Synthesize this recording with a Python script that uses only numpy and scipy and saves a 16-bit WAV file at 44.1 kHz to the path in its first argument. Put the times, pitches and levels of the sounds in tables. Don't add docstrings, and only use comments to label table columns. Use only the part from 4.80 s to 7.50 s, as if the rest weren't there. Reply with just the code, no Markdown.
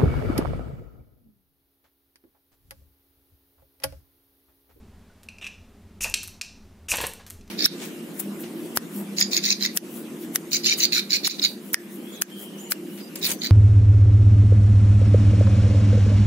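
import sys
import numpy as np
from scipy import signal
from scipy.fft import rfft, irfft
from scipy.io import wavfile
from scipy.ndimage import uniform_filter1d, minimum_filter1d

SR = 44100
rng = np.random.default_rng(int(sys.argv[2]) if len(sys.argv) > 2 else 0)


def decibels_to_gain(level_db):
    exponent = np.asarray(level_db, float) / 20
    return 10 ** exponent


def wav_record(signal):
    frames = np.transpose(np.atleast_2d(signal))
    bounded = np.clip(frames, -1, 1)
    quanta = np.round(bounded * 32767).astype(np.int16)
    wavfile.write(sys.argv[1], SR, quanta)


N = 119070


def rms_one(x):
    return x / np.sqrt(np.mean(x ** 2) + 1e-20)


def at_hz(points, hz):
    freqs, values = np.transpose(points)
    return np.interp(np.log(hz + 1), np.log(freqs), values)


def colour(x, spectrum):
    hz = np.arange(N // 2 + 1) * SR / N + 1
    low_end = np.minimum(1, (hz / spectrum[0][0]) ** 2)
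    high_end = np.minimum(1, (spectrum[-1][0] / hz) ** 2)
    return rms_one(irfft(rfft(x) * decibels_to_gain(at_hz(spectrum, hz)) * low_end * high_end, N))


def band_pass(x, order, low_hz, high_hz):
    return signal.sosfilt(signal.butter(order, [low_hz, high_hz], "band", fs=SR, output="sos"), x)


def drift(rate_hz):
    r = np.exp(-2 * np.pi * rate_hz / SR)
    wander = signal.lfilter([1], [1, -2 * r, r * r], rng.standard_normal(N + SR))
    return rms_one(wander[SR:])


def held(start, end, rise, t60):
    t = np.arange(N) / SR
    return np.clip((t - start) / rise, 0, 1) * decibels_to_gain(-60 * np.maximum(t - end, 0) / max(t60, .003))


def ring(clicks, hz, t60):
    r = decibels_to_gain(-60 / (t60 * SR))
    w = 2 * np.pi * hz / SR
    return signal.lfilter([0, np.sin(w)], [1, -2 * r * np.cos(w), r * r], clicks + 1e-18)


def clicks_at(s, gain):
    out = np.zeros(N)
    np.add.at(out, np.minimum((np.asarray(s) * SR).astype(int), N - 1), gain)
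    return out


def grains(per_s, spread_db):
    sizes = decibels_to_gain(spread_db * np.minimum(rng.exponential(1, N), 4)) * rng.choice([-1, 1], N)
    return sizes * (rng.random(N) < per_s / SR)


def self_noise():
    # f/Hz, level/dB per Hz
    hiss_spectrum = [(60, 1), (300, 7), (1500, 1.5), (15300, 5), (16200, -21)]
    return decibels_to_gain(-73.5) * colour(rng.standard_normal(N), hiss_spectrum)


def room_tone():
    # f/Hz, level/dB per Hz
    air_spectrum = [(380, -16), (470, -5.5), (700, -6), (1400, -12), (2700, -16), (6000, -22),
                    (15300, -27.5), (16200, -44)]
    return decibels_to_gain(-62) * colour(rng.standard_normal(N), air_spectrum)


def rumble():
    # f/Hz, level/dB per Hz
    rumble_spectrum = [(12, -6), (20, 2), (32, -19), (76, 0), (97, 0.5), (114, -20.5), (211, -4.5),
                       (275, -13), (320, -20), (420, -14), (700, -120)]
    return decibels_to_gain(-50 + 1.8 * drift(1.34)) * colour(rng.standard_normal(N), rumble_spectrum)


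def kitchen(x):
    # f/Hz, t60/s
    kitchen_decay = [(300, 0.6), (1200, 0.32), (2600, 0.45), (6000, 0.51), (10000, 0.23), (15000, 0.29)]
    first_echo_s = 0.003
    t, echoes = np.arange(SR) / SR, 0
    edges = 150 * 2 ** np.arange(0, 7.1, .5)
    white = rng.standard_normal((2, SR))
    for k, (low_hz, high_hz) in enumerate(zip(edges, edges[1:])):
        t60 = at_hz(kitchen_decay, np.sqrt(low_hz * high_hz))
        echoes = echoes + band_pass(white[k % 2], 2, low_hz, high_hz) * decibels_to_gain(-60 * t / t60)
    echoes = echoes * np.clip(t / first_echo_s - .5, 0, 1)
    return signal.fftconvolve(x, echoes / np.sqrt(np.sum(echoes ** 2)))[:N]


def thumps():
    # t/s, level/dB, f/Hz, t60/s
    hob_thumps = [
        (1.209, -32, 39.6, 0.75),
        (1.25, -35.5, 38, .25),
        (2.113, -26, 66, 0.073),
        (2.198, -30, 72, 0.41),
        (2.237, -17, 554, 0.036),
        (0.299, -51.5, 1480, 0.11),
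    ]
    out = 0
    for s, db, hz, t60 in hob_thumps:
        contact = ring(clicks_at([s], decibels_to_gain(db) * 6.0 * hz / SR), hz, 1.22 / hz)
        out = out + ring(contact, hz, t60)
    return out


def flare():
    # t/s, level/dB, t60/s; the first lends the knock at 1.24 s a low, lingering body, the
    roar_puffs = [(1.246, -29.5, 0.14), (2.12, -31, 0.064), (2.133, -30, 0.071), (2.1378, -23.5, 0.05),
                  (2.183, -21, 0.035), (2.2028, -19.5, 0.018), (2.211, -30, 0.082), (2.2335, -31, 0.013),
                  (2.2375, -22, 0.053), (2.251, -48, 0.033), (2.396, -47.5, 0.16)]
    # f/Hz, level/dB per Hz
    roar_spectrum = [(150, -5.5), (300, -11), (570, -3), (800, -4), (1030, -2.5), (1300, -9.5), (1700, -5),
                     (4200, -13)]
    # f/Hz, level/dB per Hz
    sizzle_spectrum = [(3500, 7), (5000, 0), (8500, 4), (11000, -5), (15500, -21)]
    shower = held(2.12, 2.255, 0.0077, 0.07)
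    roar_gain = decibels_to_gain(-48.5) * shower
    for s, db, t60 in roar_puffs:
        roar_gain = roar_gain + decibels_to_gain(db) * held(s, s, 0.0028, t60)
    lumps = decibels_to_gain(1.5 * drift(150))
    roar = rms_one(lumps * colour(grains(6000, spread_db=2), roar_spectrum))
    sizzle_gain = decibels_to_gain(-40.5 + 2 * drift(60)) * shower
    sizzle = colour(grains(4000, spread_db=2), sizzle_spectrum)
    return roar_gain * roar + sizzle_gain * sizzle


def sparks():
    # t/s, peak/dB, fizz/dB re peak, fizz t60/s, body/dB re peak
    spark_bursts = [(0.4324, -37, -6.5, 0.061, -1), (1.28, -26, -23, 0.027, -18),
                    (1.2989, -17, -30, .03, -24), (1.4316, -19.5, -5.5, 0.051, -8.5),
                    (1.438, -29, -6.5, .05, -8), (1.4764, -20.5, -18, 0.027, -20),
                    (1.481, -22.5, -25, 0.026, -5.5), (2.1577, -13, 0, 0.017, -16),
                    (2.17, -9.5, -14, 0.025, -23), (2.183, -41, -11, 0.053, -20),
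                    (2.2122, -20.5, 2.5, 0.1, -18), (2.263, -24, -13, .02, -14),
                    (2.268, -11.5, -6.5, 0.027, -22), (2.273, -18, -28, .03, -10),
                    (2.3362, -21, -9.5, 0.034, -11), (2.465, -34.5, -5, 0.17, 0.5),
                    (2.5015, -20, -13, .02, -14), (2.5058, -19.5, -15, .04, -6),
                    (2.6774, -48, -1, 0.039, 5)]
    fizz_noise = grains(6000, spread_db=3.5) / 1.05
    bright, body = 0, 0
    for s, db, fizz_db, t60, body_db in spark_bursts:
        click = 3.18 * clicks_at([s], 0.95)
        fizz = fizz_noise * decibels_to_gain(fizz_db) * held(s, s, 1e-4, t60)
        burst = decibels_to_gain(db) * (click + fizz)
        bright = bright + burst
        body = body + decibels_to_gain(body_db) * burst
    return band_pass(bright, 3, 7340, 13600) + band_pass(body, 3, 1030, 7300)


def knocks():
    # t/s, peak/dB, hard crack/dB re peak
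    rod_knocks = [(0.487, -23.5, -11.5), (0.518, -48, -30), (0.5844, -33.5, -9.5), (0.643, -23.5, -12),
                  (0.6667, -21.5, -12.5), (0.6709, -24.5, -35), (0.6727, -29, -7.5), (0.704, -58, -28),
                  (1.2435, -10.5, -9.5), (1.3402, -11, 3), (1.6124, -19.5, 1.5), (2.1171, -6.5, -11),
                  (2.397, -55, -15), (2.5257, -54, 0), (2.6108, -50, 3)]
    # f/Hz, level/dB, t60/s
    knock_modes = [(2460, 3, .013), (2720, 2, .013), (1650, -13, .006), (3700, -14, .005)]
    # f/Hz, level/dB, t60/s
    crack_modes = [(4100, -2, .006), (5100, -1, .004), (5800, 0, .005), (7200, 0, .003), (8600, -5, .0025),
                   (10200, -5, .002), (12500, -10, .0015)]
    rebounds = [(0.0028, -5), (.0058, -2)]  # delay/s, level/dB re first hit
    rebound_spread = 0.19
    hard_at_hz = 6000
    s, db, crack_db = np.transpose(rod_knocks)

    clatter_gain = sum(decibels_to_gain(hit_db - 2) * held(t, t, 1e-4, 0.025) for t, hit_db in zip(s, db + crack_db))
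    out = band_pass(grains(6000, spread_db=4.5) * clatter_gain, 2, 2800, 9500)
    for k, (hz, mode_db, t60) in enumerate(knock_modes):
        hit_db = db - 5.5 + mode_db + rng.normal(0, 0.67, len(s))
        out = out + (-1) ** k * ring(clicks_at(s, decibels_to_gain(hit_db)), hz, t60)
    for k, (hz, mode_db, t60) in enumerate(crack_modes):
        hit_db = db + crack_db * max(1, hz / hard_at_hz) - 5.5 + mode_db
        train = clicks_at(s, decibels_to_gain(hit_db + rng.normal(0, 2, len(s))))
        for delay_s, rebound_db in rebounds:
            late = delay_s * (1 + rebound_spread * np.tanh(rng.normal(0, 1, len(s))))
            train = train + clicks_at(s + late, decibels_to_gain(hit_db + rebound_db + rng.normal(0, 2, len(s))))
        out = out + (-1) ** k * ring(train, hz, t60)
    return band_pass(out, 2, 1285, 14000)


def strokes():
    # start/s, end/s, ring/dB, hiss/dB, swell/dB
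    rod_strokes = [
        (.612, 0.67, -41, -58, 7),
        (1.205, 1.244, -38, -28.5, 7.5),
        (2.0823, 2.122, -37, -26, 17.5),
    ]
    # f/Hz, width/Hz, level/dB
    rod_modes = [(2306, 170, -8.5), (2640, 280, 8.5), (3780, 360, -4.5), (5930, 800, -5.5),
                 (1750, 1200, -20.5), (7600, 1000, -14.5)]
    # f/Hz, level/dB per Hz
    hiss_spectrum = [(3500, -25), (5000, -10), (6100, -1.5), (8300, -4), (11500, -8.5), (14500, -11),
                     (15800, -44)]
    bite_s, let_go_t60_s = 0.0033, .05
    slips = grains(2500, spread_db=3)
    rod = 0
    for k, (hz, width, db) in enumerate(rod_modes):
        mode = ring(slips, hz, np.log(1000) / np.pi / width)
        rod = rod + decibels_to_gain(db) * (-1) ** k * rms_one(mode)
    rod = rms_one(rod) * decibels_to_gain(3.5 * drift(120))
    hiss = colour(grains(8200, spread_db=2), hiss_spectrum) * decibels_to_gain(2 * drift(110))
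    t, out = np.arange(N) / SR, 0
    for start, end, ring_db, hiss_db, swell_db in rod_strokes:
        full_speed = .4 * start + .6 * end
        swell = decibels_to_gain(np.interp(t, [start, full_speed], [-swell_db, 0]))
        rasp = decibels_to_gain(ring_db) * rod + decibels_to_gain(hiss_db) * swell * hiss
        out = out + held(start, end, bite_s, let_go_t60_s) * rasp
    return out


def scene():
    near = strokes() + knocks() + sparks() + flare()
    mid = near + decibels_to_gain(-7.5) * kitchen(near) + thumps() + room_tone() + rumble()
    side = self_noise() + decibels_to_gain(-41.5) * kitchen(near)
    return np.array([mid + side, mid - side])


def low_pass(x):
    return signal.sosfilt(signal.butter(12, 16810, fs=SR, output="sos"), x)


def record(dry):
    look_ahead_s, duck_share, margin_db, most_db = .012, .5, 15, 8
    bright = np.diff(dry.mean(axis=0), prepend=0)
    level_db = 10 * np.log10(uniform_filter1d(bright ** 2, 130) + 1e-12)
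    ahead = int(look_ahead_s * SR)
    coming_db = -minimum_filter1d(-level_db, ahead, origin=-(ahead // 2))
    before_db = -minimum_filter1d(-level_db, 400, origin=199)
    duck_db = np.clip(duck_share * (coming_db - before_db - margin_db), 0, most_db)
    low = signal.sosfiltfilt(signal.butter(2, 1500, fs=SR, output="sos"), dry)
    ducked = low + (dry - low) * decibels_to_gain(-uniform_filter1d(duck_db, size=60))
    band_end = signal.cheby2(10, 32, 16200, fs=SR, output="sos")
    return low_pass(signal.sosfilt(band_end, ducked))


dry = scene()
out = record(dry)
wav_record(out)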